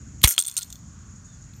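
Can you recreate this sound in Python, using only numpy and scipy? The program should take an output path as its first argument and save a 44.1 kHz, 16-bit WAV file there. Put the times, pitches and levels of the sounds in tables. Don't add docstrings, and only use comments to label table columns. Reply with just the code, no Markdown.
import sys
import numpy as np
from scipy import signal
from scipy.io import wavfile
from scipy.ndimage import uniform_filter1d

SR = 44100
rng = np.random.default_rng(int(sys.argv[2]) if len(sys.argv) > 2 else 0)


def pcm_store(signal):
    levels = np.round(np.clip(np.atleast_2d(signal), -1, 1) * 32767)
    wavfile.write(sys.argv[1], SR, levels.astype(np.int16).T)


def to_linear_factor(level_db):
    exponent = np.asarray(level_db, float) / 20
    return 10 ** exponent


N = 70560

# time in seconds, bar level in dB, wood and wire levels in dB relative to the bar.
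AIR_CONTACTS = [(0.2154, -42, 4, -2), (0.2177, -33, 0, -2), (0.2326, -23, -4, 0), (0.2385, -7, -12, 0),
                (0.255, -19, -10, 5), (0.2616, -18, -9, -7), (0.27, -32, -5, -2), (0.2749, -9, -20, -3),
                (0.2788, -20, -14, 12), (0.2817, -10, -17, -2), (0.2861, -23, -11, 3),
                (0.2891, -12, -22, -9), (0.2913, -18, -12, 4), (0.2963, -15, -23, 1), (0.3022, -17, -22, 4),
                (0.3075, -17, -19, 3), (0.3104, -20, -11, -4), (0.3127, -17, -19, -7),
                (0.3173, -23, -17, 3), (0.3192, -21, -22, -2), (0.3227, -16, -28, -10),
                (0.3261, -24, -17, 1), (0.331, -27, -15, -3), (0.3372, -28, -13, -2),
                (0.3399, -24, -19, -14), (0.3453, -36, -12, -8), (0.349, -35, -4, -3), (0.3633, -40, 1, 2)]
# time in seconds, bar level in dB, wood relative to bar in dB, deep over high bar modes in dB.
LANDING_CONTACTS = [(0.3798, -11, -12, 7), (0.3871, -19, -5, 3), (0.3892, -13, -18, -5),
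                    (0.3911, -8, -22, -6), (0.3972, -18, -11, -1), (0.4009, -10, -19, -11),
                    (0.4068, -17, -17, -18), (0.411, -18, -21, -10), (0.4133, -19, -12, 0),
                    (0.424, -15, -16, -10), (0.4374, -29, -16, 5), (0.4476, -30, -3, 10),
                    (0.4522, -22, -13, 5), (0.4645, -21, -15, -9), (0.47, -20, -22, -15),
                    (0.4788, -21, -15, -8), (0.4815, -18, -16, -4), (0.4838, -19, -13, -9),
                    (0.4921, -38, 1, 7), (0.4971, -27, -10, 2), (0.5134, -28, -18, -6),
                    (0.5243, -35, -12, 3), (0.5408, -33, -24, -13), (0.5557, -42, -4, 13)]
SETTLING_CONTACTS = [(0.5672, -12, -20, -3), (0.5725, -20, -13, 0), (0.5761, -13, -20, 0),
                     (0.5794, -12, -18, -5), (0.5875, -19, -17, 0), (0.591, -23, -10, 1),
                     (0.5984, -37, -5, -3), (0.6025, -36, -5, -3), (0.6102, -31, -6, -2),
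                     (0.6158, -39, 5, -1), (0.62, -28, -3, -2), (0.6219, -34, -12, 0),
                     (0.6248, -32, -2, -2), (0.6296, -21, -16, 9), (0.632, -28, -6, 7),
                     (0.6337, -31, -11, 11), (0.6458, -40, -4, 2), (0.7024, -33, -16, 8),
                     (0.7051, -37, -10, 18), (0.7262, -27, -11, 16), (0.7297, -36, -8, 16),
                     (0.7563, -35, -11, 10), (1.5367, -56, 6, 10), (1.5634, -50, -12, 8)]

# pitch in Hz, level in dB, time to fade by 60 dB in seconds.
WOOD_MODES = [(1750, -11, .006), (2250, -6, .007), (2850, -4, .007), (3280, -3, .009), (3510, -9, .022),
              (3850, -7, .008), (4280, -6, .008), (4900, -8, .007)]
BAR_MODES = [(5400, -10, .006), (5900, -7, .007), (6350, -4, .011), (6900, -6, .012), (7550, -6, .011),
             (8400, -6, .008), (8750, 1, .012), (9150, -6, .008)]
WIRE_MODES = [(10860, -3.5, 0.0036), (11600, -4, 0.00792), (11700, -7.5, 0.014), (12900, -3, 0.005),
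              (13660, -13.5, 0.012), (14770, -9.5, 0.0045), (15800, -9, .005)]
LINGERING_MODES = [(1410, -58, .12), (4258, -53, .2), (12905, -49, .13), (13460, -49, .14),
                   (14235, -55, .2), (14845, -53, .12)]

# start, length and rise in seconds, then wood, bar and wire levels in dB.
DENSE_CHATTER = [
    (0.229, 0.0098, 0.0057, -24.5, -17.5, -13),
    (0.239, 0.0092, 0.00053, -2, -3, -4),
    (0.244, 0.026, 0.0026, -24, -23.5, -28.5),
    (0.27, .075, 0.00275, -44.5, -32, -35.5),
    (0.386, 0.012, 0.00078, -36, -26, -27.5),
    (0.58, 0.015, 0.00095, -43.5, -45.5, -53),
    (0.31, 0.51, 0.0076, -58, -53, -69),
]
RELEASE_CHATTER = [
    (.2145, .017, .002, -60, -56, -52),
]

# time in seconds, peak in dB, pitch in Hz, time to fade by 60 dB in seconds.
FIRM_BLOWS = [(.2386, 4, 3620, 0.016), (.2392, -6, 3380, 0.043), (0.2384, -5.5, 4000, 0.035),
              (0.2396, -14.5, 1060, 0.025), (0.2414, -8, 2290, 0.0092), (0.2395, -22, 1650, 0.024),
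              (0.2465, -14.5, 2860, .016), (.2528, -12.5, 2190, 0.023), (.259, -18.5, 2000, 0.016),
              (.2749, -15, 2950, .009), (0.2764, -11, 2150, 0.0041), (0.28, -38, 1415, 0.137),
              (.3799, 2, 2950, .004), (.3799, -24, 2000, .004), (.4485, -36, 3523, 0.052),
              (.482, -35, 3516, 0.062), (.5135, -44, 3520, .03), (.7028, -46.5, 3540, 0.029),
              (.7266, -37, 3480, 0.028), (.7567, -45.5, 3510, .025), (.449, -58.5, 1410, 0.17),
              (.6325, -41, 3530, .03), (.3105, -23, 2094, .008), (0.3799, -1, 3270, 0.012),
              (.3798, -23.5, 1320, 0.028), (0.382, -15.5, 4350, .008), (0.389, -23, 3330, 0.033),
              (0.391, -46.5, 1415, 0.11), (.4012, -26, 3450, 0.026), (0.5667, -19, 3750, 0.0095),
              (.5674, -24, 2850, 0.012), (.5676, -32, 4900, 0.015), (0.568, -46.5, 1415, 0.076),
              (0.5789, -16.5, 4250, 0.011), (0.583, -46.5, 1415, 0.16)]
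# time in seconds, level in dB.
DULL_KNOCKS = [
    (.2388, -8),
    (.2747, -11),
    (.3799, -17),
]

# pitch in Hz, level in dB per Hz.
RUMBLE_SPECTRUM = [(25, -28), (58, 0.5), (135, -1), (251, -11), (357, -34), (1240, -26.5), (2900, -36.5),
                   (4300, -35.5), (6500, -72), (11000, -120)]
# time in seconds, gain in dB.
PHONE_BASS = [(0, 7), (.27, 6.5), (.31, -16), (.42, -14.5), (.635, -7), (.66, 0.5), (1.6, 2)]

AIR_DEEP_DB = 3


def fade(u, t60):
    return np.exp(-np.log(1000) * u / t60)


def ring(x, hz, t60):
    pole = np.exp(2j * np.pi * hz / SR - np.log(1000) / (t60 * SR))
    return signal.lfilter([1], [1, -pole], x).imag


def contacts(s, db, modes, split_hz, deep_db):
    rise_s, scatter_db, detune = .00025, 3.5, .01
    hz, gain_db, t60 = np.array(modes, float).T[:, :, None]
    u = np.arange(1600) / SR
    x = np.zeros(N + 1600)
    chance = rng.standard_normal((len(s), 3, len(modes), 1))
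    for start, top_db, deep, c in zip(s, db, deep_db, chance):
        pitch = hz * (1 + detune * c[0])
        tones = np.sin(2 * np.pi * (pitch * u + c[1])) * fade(u, t60)
        mix = to_linear_factor(gain_db + deep * (hz < split_hz) + scatter_db * c[2])
        soft_start = 1 - np.exp(-(u / rise_s) ** 2)
        hit = (mix * tones).sum(axis=0) * soft_start
        k = int((start - rise_s) * SR)
        x[k:k + len(u)] += hit * to_linear_factor(top_db) / np.abs(hit).max()
    return x[:N]


def chatter(column):
    t, envelope = np.arange(N) / SR, 0
    for row in DENSE_CHATTER + RELEASE_CHATTER:
        length, rise = row[1:3]
        u = np.clip(t - row[0], 0, None)
        swell = np.clip(u / rise, 0, 1) ** 2
        die_away = np.clip(1 - (u / length) ** 3, 0, 1)
        envelope = envelope + to_linear_factor(row[column]) * swell * die_away
    spikes = to_linear_factor(3.58 * rng.exponential(size=N) - 10.5)
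    return envelope * rng.standard_normal(N) * spikes


def ringing_chatter():
    out = 0
    for column, modes in [(3, WOOD_MODES), (4, BAR_MODES), (5, WIRE_MODES)]:
        for hz, gain_db, t60 in modes:
            tone = ring(chatter(column), hz, t60 / 2)
            out = out + to_linear_factor(gain_db) * tone / np.sqrt(t60 * SR / 28)
    return out


def ground_scatter(x):
    u = np.arange(3000) / SR
    tail = rng.standard_normal(3000) * fade(u, .035)
    tail = tail / np.sqrt((tail ** 2).sum())
    return to_linear_factor(-16) * signal.fftconvolve(x, tail)[:N]


def strikes(s, db):
    x = np.zeros(N)
    x[(s * SR).astype(int)] = to_linear_factor(db) * rng.standard_normal(len(s))
    return x


def trap():
    s, bar, wood, last = np.array(AIR_CONTACTS + LANDING_CONTACTS + SETTLING_CONTACTS, float).T
    in_air = s < LANDING_CONTACTS[0][0]
    wire = np.where(in_air, last, -13)
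    bar_deep = np.where(in_air, AIR_DEEP_DB, last)
    wood_deep = np.where(in_air, AIR_DEEP_DB, .4 * (bar + wood))
    out = contacts(s, bar + wood + 2.5, WOOD_MODES, 3400, wood_deep)
    out = out + contacts(s, bar + 1.5, BAR_MODES, 8000, bar_deep)
    out = out + contacts(s, bar + wire + 3, WIRE_MODES, 0, 0 * s)
    out = out + ringing_chatter()
    out = out + ground_scatter(out)
    for hz, gain_db, t60 in LINGERING_MODES:
        out = out + to_linear_factor(gain_db) * ring(strikes(s, 0.42 * bar + 4), hz, t60)
    return out


def clacks():
    rise_s, out = 0.0003825, 0
    for s, db, hz, t60 in FIRM_BLOWS:
        u = np.clip(np.arange(N) / SR - s, 0, None)
        soft_start = 1 - np.exp(-(u / rise_s) ** 2)
        out = out + to_linear_factor(db) * soft_start * fade(u, t60) * np.sin(2 * np.pi * hz * u)
    return out


def air_push():
    start_hz, end_hz, glide_s = 215.5, 48, .0045
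    rise_s, fall_s = 0.0048, 0.0077
    u = np.clip(np.arange(N) / SR - .2412, 0, None)
    hz = end_hz + (start_hz - end_hz) * np.exp(-u / glide_s)
    envelope = (1 - np.exp(-u / rise_s)) * np.exp(-u / fall_s)
    return to_linear_factor(4.5) * envelope * np.sin(2 * np.pi * np.cumsum(hz * (u > 0)) / SR)


def band(x, hz, width_hz):
    return signal.lfilter(*signal.iirpeak(hz, hz / width_hz, fs=SR), x)


def knocks():
    s, db = np.array(DULL_KNOCKS).T
    pushes = np.zeros(N)
    pushes[(s * SR).astype(int)] = -to_linear_factor(db)
    return to_linear_factor(12.5) * band(pushes, 933, 3000)


def level(x, db):
    return x * to_linear_factor(db) / np.sqrt(np.mean(x ** 2))


def walk(rate):
    k = int(SR / rate)
    steps = np.repeat(rng.standard_normal(N // k + 1), k)
    w = uniform_filter1d(uniform_filter1d(steps, k), k)[:N]
    return w / w.std()


def band_noise(hz, width_hz, passes=2):
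    x = rng.standard_normal(N)
    for _ in range(passes):
        x = band(x, hz, width_hz)
    return x


def traffic():
    t, out = np.arange(N) / SR, 0
    table_hz, table_db = np.array(RUMBLE_SPECTRUM).T
    for hz in 30 * 2 ** np.arange(0, 7.6, .4):
        db = np.interp(np.log(hz), np.log(table_hz), table_db)
        db = db + 10 * np.log10(hz) + 1.9 * walk(6.24)
        out = out + to_linear_factor(db) * level(band_noise(hz, hz / 3), 0)
    far = level(out, -46.5)
    bass = signal.sosfiltfilt(signal.butter(2, 402.3, fs=SR, output="sos"), far)
    gain = to_linear_factor(np.interp(t, *np.array(PHONE_BASS).T))
    return far + (gain - 1) * bass


def passing_tyres():
    t = np.arange(N) / SR
    return level(band_noise(1246.5, 560), -65) * np.exp(-((t - 1.09) / 0.33) ** 2)


def insects():
    chorus = level(band_noise(6800, 800), -56) * to_linear_factor(2.0 * walk(65))
    return chorus + level(band_noise(6200, 3000, passes=3), -62)


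def bird():
    start_s, length_s = 1.24, .16
    u = np.clip((np.arange(N) / SR - start_s) / length_s, 0, 1)
    hz = 3740 - 380 * u + 25 * walk(200)
    loudness = to_linear_factor(-65 + 4.0 * walk(300)) * np.sin(np.pi * u) ** 2
    return loudness * np.sin(2 * np.pi * np.cumsum(hz) / SR)


def scene():
    close = trap() + clacks() + air_push() + knocks()
    outdoors = traffic() + passing_tyres() + insects() + bird()
    return (close + outdoors)[None]


def band_limit(x):
    return signal.sosfilt(signal.butter(12, 16950, fs=SR, output="sos"), x)


def record(dry):
    ceiling = .7
    hissing = dry + to_linear_factor(-80) * rng.standard_normal(N)
    x = signal.sosfilt(signal.butter(14, 15700, fs=SR, output="sos"), hissing)
    mix = ceiling * np.tanh(x / ceiling)
    return band_limit(mix)


dry = scene()
out = record(dry)
pcm_store(out)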